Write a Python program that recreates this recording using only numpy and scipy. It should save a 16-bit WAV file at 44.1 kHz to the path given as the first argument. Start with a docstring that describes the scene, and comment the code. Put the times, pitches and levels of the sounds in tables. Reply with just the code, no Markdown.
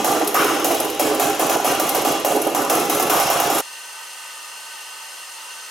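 """A homemade pulse detonation engine runs in a steel shed, its gas valve spitting twenty times a second.
Only some charges detonate: each cracks, booms and slaps back off the walls; others just pop or roar.
Blasts, pops, spits and hiss are shaped noise; the echoes and thumps are short waves of a few cycles.
A limiter squashes the din. Then comes a cut, reverberation and all, to a separate stretch of gas hiss,
coloured by the resonances of pipework."""
import sys
import numpy as np
from scipy import signal
from scipy.fft import rfft, irfft, next_fast_len
from scipy.io import wavfile

SR = 44100
rng = np.random.default_rng(int(sys.argv[2]) if len(sys.argv) > 2 else 0)


def unload_wav(signal):
    """Save mono or channel-first audio to the path in sys.argv[1] as 16-bit WAV at rate SR, clipped to [-1, 1]."""
    wavfile.write(
        sys.argv[1],
        SR,
        np.round(np.clip(np.atleast_2d(signal).T, -1, 1) * 32767).astype(np.int16),
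    )


N = 251370

# charges that detonate: (time [s], strength [dB], crack [dB], ring length [factor],
# boom [dB], body [dB], bark [dB])
DETONATIONS = [(-.1, -0.5, -9, 0.88, 6, 1.5, 3), (.044, -1.5, 0, 1.35, 4, 3, 3),
               (.343, 0.5, -2, 1.71, 5, -4.5, 3.5), (.644, -3.5, 7.5, 1.7, -1, 2, -5),
               (.995, -1, 4, 1.1, 6, -0.5, 1.5), (1.196, 0, -5, 0.97, -3, 1.5, 2.5),
               (1.394, -1, -7.5, 0.86, 4, -0.5, 4), (1.496, -0.5, -7, 0.95, 2, 2.5, 3),
               (1.645, 2.5, -19, 0.7, 1, 0.5, 1.5), (1.797, -1.5, 5, 1.04, 0.5, 3, 0),
               (1.947, -0.5, -7, 0.63, 0, -3, 2), (2.048, -.5, -15, 0.91, 2.5, 1, 2.5),
               (2.247, -1, 6.5, 1.28, 5, 1.5, 0.5), (2.547, -3.5, -2, 1.02, 2.5, 2, 5),
               (2.697, -1, 3, 1.28, 3.5, 0, 4.5), (2.897, -2.5, 1, 1.13, 0, -1, 2.5),
               (2.997, 0, 3.5, 0.46, 3, 1, 2), (3.097, 2, -1, 1.33, -4, -1, 4.5),
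               (3.198, 1, 1, 0.66, -11.5, 1.5, -2), (3.299, 2.5, -2, 0.78, -7, 0.5, 4.5),
               (3.399, 1.5, 1, 0.69, -2, 1, 3.5), (3.499, -2.5, -2, 2.2, -3, -2.5, 5.5)]
# weak burns placed singly, in time order: (time [s], relative level [dB])
WEAK_BURNS = [(.16, -9.5), (.212, -6), (.445, -9.5), (.509, -12), (.562, -13), (.594, -15), (.705, -5),
              (.799, -11), (.945, -19), (1.111, -6.5), (1.56, -6.5), (2.314, -11), (2.364, -4.5),
              (2.465, -5.5), (2.815, -9), (3.55, -16)]
# hard spits of the valve: (time [s], relative level [dB])
HARD_SPITS = [(.273, 0), (0.444, -5), (0.745, -6.5), (0.8, -2.5), (.898, -8), (1.891, 0.5), (2.362, -4.5),
              (2.417, -2), (2.469, -7), (2.647, -12), (2.749, -3), (2.797, -5.5), (2.947, -4), (3.024, 0.5),
              (3.137, -10), (3.229, -14), (3.335, -13), (3.44, -5), (3.548, -5), (3.582, -4)]
# broad colour of a blast: (frequency [Hz], relative level [dB])
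BLAST_COLOUR = [(25, -40), (65, -20.5), (100, -25), (135, -13), (205, -14), (285, -2), (520, -4),
                (850, -6.5), (1300, -11), (1900, -15.5), (2900, -15), (4500, -22), (6200, -14), (8300, -17),
                (11200, -12.5), (15500, -21)]
# resonances of tube and shed: (frequency [Hz], width [Hz], relative level [dB])
TUBE_MODES = [(316.7, 26, 5), (421, 9.2, 10), (496, 19, -4.5), (557, 6, 3), (627, 13, 0.5), (659, 30, -3.5),
              (712, 12, -1), (799.6, 24, 8), (993, 19.5, -1), (1110, 5.7, -10), (1187, 10, 1.5),
              (1234, 11, -4)]
# left minus right for the engine: (frequency [Hz], difference [dB])
ENGINE_PAN = [(60, 0), (110, 1), (200, -4), (380, -2.5), (700, -4.5), (1290, -0.5), (2380, 0.5), (4400, 1),
              (8120, 1), (15000, -0.5)]

CUT_S = 3.609  # the cut to the hiss
RING = 32768  # samples worked out for one blast
VALVE_FIRST_S, VALVE_CYCLE_S = .0435, .05007


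def engine():
    """Detonations led by their shock fronts, roaring flames, dull pops of weak burns and bright spits."""
    blasts = detonations(same_share=0.4, modes_db=-2.5, direct_s=0.012, swell_s=0.019, swell_share=0.58)
    waves = pressure_waves(scatter_db=2.36, scatter_octaves=0.045, pop_db=4.5, pop_fade_s=0.067)
    flames = roars(width_octaves=0.22, skirt_hz=1940)
    # pops and punches are kept free of deep bass
    bass_cut = signal.butter(4, 240, "high", fs=SR, output="sos")
    puffs = signal.sosfilt(bass_cut, weak_pops() + punches())
    mix = from_db(-16.5) * blasts + waves + thumps() + flames
    return mix + from_db(-10.0) * snaps() + from_db(-2.5) * puffs + from_db(-5.5) * spits()


def detonations(same_share, modes_db, direct_s, swell_s, swell_share):
    """Every blast takes the same paths through the shed: its boom partly repeats, its treble is new."""
    # ringing steel: (frequency [Hz], width [Hz], relative level [dB])
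    steel_modes = [(1336, 29, -5), (1480, 50, -8.5), (1714, 20, -8), (2780, 160, -8.5), (2870, 26, -11),
                   (3200, 84, -15), (4170, 460, -18.5), (5350, 460, -17), (5500, 48, -18), (6700, 140, -11),
                   (10000, 180, -10), (11700, 100, -6), (11780, 110, -7.5)]
    # the shed by band: (frequency [Hz], time to fall 60 dB before the ring length factor [s],
    # direct sound over reverberation before each crack [dB], rise [s])
    shed_bands = [(102, 1.47, -19, 0.045), (333, 1.4, -26, 0.069), (690, 1.12, 3, 0.00094),
                  (1370, 1.17, -33, 0.003), (3270, 1.83, -23, 0.00033), (5500, 1.22, 0, 0.00033),
                  (11400, 0.46, -8.5, 0.00039)]
    hz, t, out = bins(RING), np.arange(RING) / SR, np.zeros((2, N))
    colour = resonant(hz, BLAST_COLOUR, TUBE_MODES + steel_modes, modes_db)
    # the roughness grows with pitch
    colour = colour * ripple(RING, spacing_hz=28.4, depth_db=2.5) ** (hz / (hz + 1500))
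    centres, t60, direct_db, rise = np.array(shed_bands).T[:, :, None]
    # overlapping bands that add up to the whole
    bands = np.array([at_hz(np.c_[centres, share], hz) for share in np.eye(len(shed_bands))])
    direct = from_db(direct_db) * np.exp(-t / direct_s)
    # the fronts arrive, then the reverberation builds a little before it dies
    attack = 1 - np.exp(-t / rise)
    swell = 1 - swell_share * np.exp(-t / swell_s)
    same = np.clip(same_share, 0, 1) / (1 + (hz / 2500) ** 2)
    paths = stereo_noise(RING, ENGINE_PAN)
    for s, db, crack_db, length, *burn_db in DETONATIONS:
        field = np.sqrt(same) * paths + np.sqrt(1 - same) * stereo_noise(RING, ENGINE_PAN)
        # no two charges burn alike: each has its own boom, bark and uneven spectrum
        burn = burn_colour(hz, burn_db) * ripple(RING, spacing_hz=70.25, depth_db=3.0)
        decay = from_db(-60 * t / (t60 * length))
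        envelope = attack * (swell + from_db(crack_db) * direct) * decay
        in_bands = irfft(field * colour * burn * bands[:, None])
        blast = np.sum(in_bands * envelope[:, None], axis=0)
        add(out, from_db(db) * blast, s)
    return out


def burn_colour(hz, levels_db):
    """Gain from one charge's boom, body and bark: three broad bumps in its spectrum."""
    # boom, body and bark: (frequency [Hz], width [octaves])
    burn_bumps = [(280, 0.68), (780, 0.13), (1205, 0.36)]
    return from_db(sum(db * hump(hz, centre, octaves) for db, (centre, octaves) in zip(levels_db, burn_bumps)))


def pressure_waves(scatter_db, scatter_octaves, pop_db, pop_fade_s):
    """Each firing sends a wave of a few cycles round the shed; every surface throws back its own part."""
    # the pressure wave and its returns from floor, walls and roof:
    # (delay [s], spread [s], typical frequency [Hz], typical level [dB])
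    echo_paths = [(.003, 0.0013, 710, -10), (.0095, 0.0015, 452, -22), (.0115, 0.002, 750, -16.5),
                  (.021, 0.0025, 770, -18.5), (.028, 0.0034, 318, -23.5), (0.033, 0.002, 1160, -22),
                  (.038, 0.0022, 430, -17.5), (.0455, 0.0037, 760, -20.5), (.049, 0.0022, 415, -22.5),
                  (0.053, 0.002, 1190, -28.5), (.058, .003, 337, -25), (.063, 0.0014, 660, -17),
                  (.069, 0.0025, 765, -21), (.072, 0.0029, 403, -27), (.077, 0.0028, 635, -26.5),
                  (.081, 0.002, 470, -19), (.085, 0.0031, 805, -20), (.105, 0.0023, 745, -19),
                  (.109, 0.0025, 408, -28), (.123, 0.0047, 313, -34)]
    t, out = np.arange(RING // 4) / SR, np.zeros((2, N))
    delay, spread, centre, level_db = np.array(echo_paths).T[:, :, None]
    phase = rng.random(delay.shape)
    pan = from_db(np.array([[1], [-1]]) * at_hz(ENGINE_PAN, centre.T) / 2)
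    firings = [(s, from_db(db) * burn_colour(centre, burn_db)) for s, db, _, _, *burn_db in DETONATIONS]
    # the later echoes of a weak burn are fainter
    firings += [(s, from_db(db + pop_db) * np.exp(-delay / pop_fade_s)) for s, db in WEAK_BURNS]
    for s, gain in firings:
        louder, higher = rng.standard_normal((2, len(echo_paths), 1))
        pitch = centre * 2 ** (scatter_octaves * higher)
        cycles = np.cos(2 * np.pi * (pitch * (t - delay) + phase))
        waves = np.exp(-.5 * ((t - delay) / spread) ** 2) * cycles
        add(out, pan @ (gain * from_db(level_db + scatter_db * louder) * waves), s)
    return out


def thumps():
    """A short low wave comes a moment after every detonation."""
    delay_s, spread_s, pitch_hz, level_db = 0.062, 0.0037, 170, -29
    t, out = np.arange(RING // 4) / SR - delay_s, np.zeros((2, N))
    wave = np.exp(-.5 * (t / spread_s) ** 2) * np.cos(2 * np.pi * pitch_hz * t)
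    pan = from_db(np.array([[1], [-1]]) * at_hz(ENGINE_PAN, pitch_hz) / 2)
    for s, db, *_ in DETONATIONS:
        add(out, from_db(db + level_db) * pan * wave, s)
    return out


def shock_fronts():
    """Detonations as sharp fronts, stronger where the crack is: (time [s], relative level [dB])."""
    return [(s, db + 0.44 * crack_db) for s, db, crack_db, *_ in DETONATIONS]


def snaps():
    """Each shock front makes a very short burst of high treble."""
    colour = hump(bins(RING // 2), 12600, 0.22)
    return bursts(shock_fronts(), colour, rise_s=0.0023, fall_s=0.0047,
                  room_db=-17, room_t60=.2, lead_s=.0011)


def punches():
    """The pressure front comes straight from the tube's mouth as a short, broad burst."""
    hz = bins(RING // 2)
    colour = resonant(hz, BLAST_COLOUR, TUBE_MODES, 0) * hump(hz, 2210, 1.06)
    return bursts([(s, db - 14.5) for s, db in shock_fronts()], colour, rise_s=0.0011, fall_s=0.0071,
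                  room_db=-24, room_t60=0.21, lead_s=.0003)


def weak_pops():
    """Charges that fail to detonate give dull pops coloured by the tube."""
    hz = bins(RING // 2)
    colour = resonant(hz, BLAST_COLOUR, TUBE_MODES, 0) * hump(hz, 280, 2.6)
    return bursts(WEAK_BURNS + idle_cycles(-19.5, scatter_db=3.0), colour, rise_s=0.0056, fall_s=0.012,
                  room_db=-17.0, room_t60=0.79, lead_s=0.00049)


def spits():
    """The valve lets out bright, short jets of gas."""
    hz = bins(RING // 2)
    jet = hump(hz, 11560, 0.22) + 0.5 * hump(hz, 5400, 0.99)
    jet = jet * ripple(RING // 2, spacing_hz=128.3, depth_db=2.5)
    return bursts(valve_spits(lag_s=.0015), jet, rise_s=0.0044, fall_s=0.0048,
                  room_db=-22.5, room_t60=0.48, lead_s=0.0019)


def valve_spits(lag_s):
    """Soft spits on the valve's beat, one after each detonation, and hard ones: (time [s], relative level [dB])."""
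    soft = [(s + lag_s, db) for s, db in idle_cycles(-11.5, scatter_db=2.5)]
    # the valve stays shut after a detonation, then spits
    blowback_s, blowback_db = 0.0705, -8.5
    return soft + [(s + blowback_s, blowback_db) for s, *_ in DETONATIONS] + HARD_SPITS


def idle_cycles(db, scatter_db):
    """Valve beats free of hard spits, detonations and the beat after each: (time [s], relative level [dB])."""
    ticks = np.arange(VALVE_FIRST_S, CUT_S, VALVE_CYCLE_S)
    levels = db + scatter_db * rng.standard_normal(len(ticks))
    fired = [s + k * VALVE_CYCLE_S for s, *_ in DETONATIONS for k in range(2)]
    taken = np.array(fired + [s for s, _ in HARD_SPITS])
    free = np.abs(ticks[:, None] - taken).min(axis=1) > VALVE_CYCLE_S / 4
    return list(zip(ticks[free], levels[free]))


def bursts(events, colour, rise_s, fall_s, room_db, room_t60, lead_s):
    """Short puffs of gas, each trailed by the shed's reverberation."""
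    size = RING // 2
    t, out = np.arange(size) / SR, np.zeros((2, N))
    tail = from_db(room_db) * np.exp(-np.log(1000) * t / room_t60)
    envelope = (1 - np.exp(-(t / rise_s) ** 2)) * np.hypot(np.exp(-t / fall_s), tail)
    even_colour = colour / np.sqrt(np.mean(colour ** 2))  # rms 1
    for s, db in events:
        puff = irfft(stereo_noise(size, ENGINE_PAN) * even_colour)
        add(out, from_db(db) * envelope * puff, s - lead_s)
    return out


def roars(width_octaves, skirt_hz):
    """A slow flame rushes down the tube: a harsh note that swells and dies away."""
    # charges that burn on as a roar:
    # (time [s], level [dB], centre frequency [Hz], time to swell [s], rasp [dB])
    slow_flames = [(.343, -17, 1200, 0.028, -14), (.385, -18, 1260, 0.023, -8),
                   (.455, -24.5, 1240, 0.039, -3), (3.10, -23, 1090, 0.045, -28),
                   (3.298, -35, 990, 0.13, -22)]
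    hz, t, out = bins(RING), np.arange(RING) / SR, np.zeros((2, N))
    for s, db, centre_hz, swell_s, rasp_db in slow_flames:
        colour = hump(hz, centre_hz, width_octaves) + from_db(rasp_db) * hump(hz, skirt_hz, 0.6)
        colour = colour * ripple(RING, spacing_hz=62.2, depth_db=2.5)
        flame = irfft(stereo_noise(RING, ENGINE_PAN) * colour / np.sqrt(np.mean(colour ** 2)))
        swell = t / swell_s * np.exp(1 - t / swell_s)
        add(out, from_db(db) * swell * flame, s)
    return out


def limiter(x, threshold_db, excess_fall_db_per_s, sense_s, slope):
    """The gain drops just ahead of each front, and creeps back during the tail."""
    look_ahead_s = .004
    keep = np.exp(-1 / (sense_s * SR))
    power = signal.lfilter([1 - keep], [1, -keep], np.mean(x ** 2, axis=0))
    over = np.maximum(10 * np.log10(np.maximum(power, 1e-12)) - threshold_db, 0)
    # the excess jumps up at once but falls at a steady rate
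    ramp = excess_fall_db_per_s * np.arange(N) / SR
    held = np.maximum.accumulate(over + ramp) - ramp
    ahead = np.interp(np.arange(N) + look_ahead_s * SR, np.arange(N), held)
    return x * from_db(-np.clip(slope, 0, 1) * ahead)


def gas_hiss():
    """A steady flow of gas sounds the resonances of the pipework; the lowest ones waver."""
    # turbulence of the gas: (frequency [Hz], relative level [dB])
    turbulence = [(30, -58), (110, -38.5), (330, -23), (520, -14), (690, -15), (780, -8), (1100, -10.5),
                  (1330, -10.5), (1450, -13.5), (2300, -12), (3050, -5), (3500, -14.5), (8800, -14),
                  (9900, -24), (12300, -18.5), (13400, -28), (15500, -29)]
    # pipework resonances: (frequency [Hz], width [Hz], relative level [dB])
    pipe_modes = [(894, 13, 3.5), (966, 30, -4), (1020, 40, -12), (1217, 45, -1), (1300, 38, -3.5),
                  (1518, 19, 5), (1790, 24, -2.5), (1850, 55, -2), (1954, 68, -5), (2766, 127, -1.5),
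                  (4260, 150, -6), (4545, 68, -7.5), (4855, 60, -9), (5100, 130, -8), (5550, 68, -11),
                  (5950, 55, -0.5), (6330, 150, -11), (6640, 61, -13), (7160, 56, -11), (7900, 61, -12),
                  (8670, 270, -7.5), (9130, 114, -4.5), (9700, 49, -12), (10600, 130, -14),
                  (11060, 180, -11.5), (11700, 90, -14), (12520, 170, -12), (14000, 160, -22)]
    # left minus right: (frequency [Hz], difference [dB])
    hiss_pan = [(60, -0.5), (110, 0), (200, -1.0), (380, -2.5), (700, -3.5), (1290, -1.5), (2380, 0.0),
                (4400, 1.0), (8120, 0.0), (15000, -0.5)]
    # pipe resonances that waver: (frequency [Hz], width [octaves], depth [dB])
    wavering_modes = [(930, 0.11, 3), (1250, 0.15, 2), (1840, 0.21, 0.8)]
    size = next_fast_len(N + N % 2)
    hz = bins(size)
    colour = resonant(hz, turbulence, pipe_modes, modes_db=0.5)
    colour = colour * ripple(size, spacing_hz=34.22, depth_db=4.5) ** (hz / (hz + 1500))
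    flow = stereo_noise(size, hiss_pan) * colour
    out = irfft(flow, size)[:, :N]
    for centre_hz, octaves, depth_db in wavering_modes:
        band = irfft(flow * hump(hz, centre_hz, octaves), size)[:, :N]
        out = out + (from_db(depth_db * drift(per_s=9)) - 1) * band
    return from_db(-36) * out


def drift(per_s):
    """A slow random wander, with so many new values a second joined by straight lines."""
    return np.interp(np.arange(N) / SR * per_s, np.arange(N), rng.standard_normal(N))


def stereo_noise(size, pan):
    """Spectrum of white noise, left and right, partly alike and differing in level by pitch."""
    # left-right likeness: (frequency [Hz], likeness [0-1])
    likeness = [(60, 0.97), (250, 0.98), (600, 0.9), (1300, 0.75), (2600, 0.64), (6000, 0.81),
                (14000, 0.54)]
    hz = bins(size)
    mid, side = rfft(rng.standard_normal((2, size)))
    alike, sign = np.clip(at_hz(likeness, hz), 0, 1), np.array([[1], [-1]])
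    both = np.sqrt((1 + alike) / 2) * mid + sign * np.sqrt((1 - alike) / 2) * side
    return both * from_db(sign * at_hz(pan, hz) / 2)


def resonant(hz, spectrum, modes, modes_db):
    """Gain of a broad spectrum with resonances standing on it; rms 1."""
    power = from_db(at_hz(spectrum, hz)) ** 2
    for centre, width, db in modes:
        power = power + from_db(db + modes_db) ** 2 / (1 + ((hz - centre) / width) ** 2 * 2) ** 2
    return np.sqrt(power / power.mean())


def ripple(size, spacing_hz, depth_db):
    """Countless small random peaks and dips roughen a spectrum."""
    hz = bins(size)
    knots_hz = np.arange(0, SR / 2, spacing_hz)
    return from_db(depth_db * np.interp(hz, knots_hz, rng.standard_normal(size)[:len(knots_hz)]))


def hump(hz, centre_hz, octaves):
    """A bell of height 1 in log frequency."""
    return np.exp(-.5 * (np.log2((hz + 1e-9) / centre_hz) / octaves) ** 2)


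def at_hz(points, hz):
    """Read a spectrum on a log-frequency axis."""
    points = np.array(points)
    return np.interp(np.log(hz + 1e-9), np.log(points[:, 0]), points[:, 1])


def bins(size):
    """Frequencies of a transform, in Hz."""
    return np.arange(size // 2 + 1) * SR / size


def from_db(db):
    """Decibels to gain."""
    return 10 ** (np.asarray(db) / 20)


def add(out, sound, s):
    """Mix a sound in at a time in seconds."""
    start = int(round(s * SR))
    first, last = max(start, 0), min(start + sound.shape[1], N)
    out[:, first:last] += sound[:, first - start:last - start]


def scene():
    """A cut, reverberation and all, from the engine's din to a separate stretch of gas hiss."""
    # a very short crossfade makes the cut
    din_share = np.clip((CUT_S - np.arange(N) / SR) / 0.013 + .5, 0, 1)
    din = limiter(engine(), threshold_db=-14.5, excess_fall_db_per_s=50.5, sense_s=0.0021, slope=0.71)
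    return din_share * din + (1 - din_share) * gas_hiss()


def record(dry):
    """Peaks are rounded and the top is cut."""
    rounded = 1.046 * np.tanh(dry)
    top_cut = signal.ellip(12, .1, 80, 15900, fs=SR, output="sos")  # above 15900 Hz
    return signal.sosfilt(top_cut, rounded)


dry = scene()
out = record(dry)
unload_wav(out)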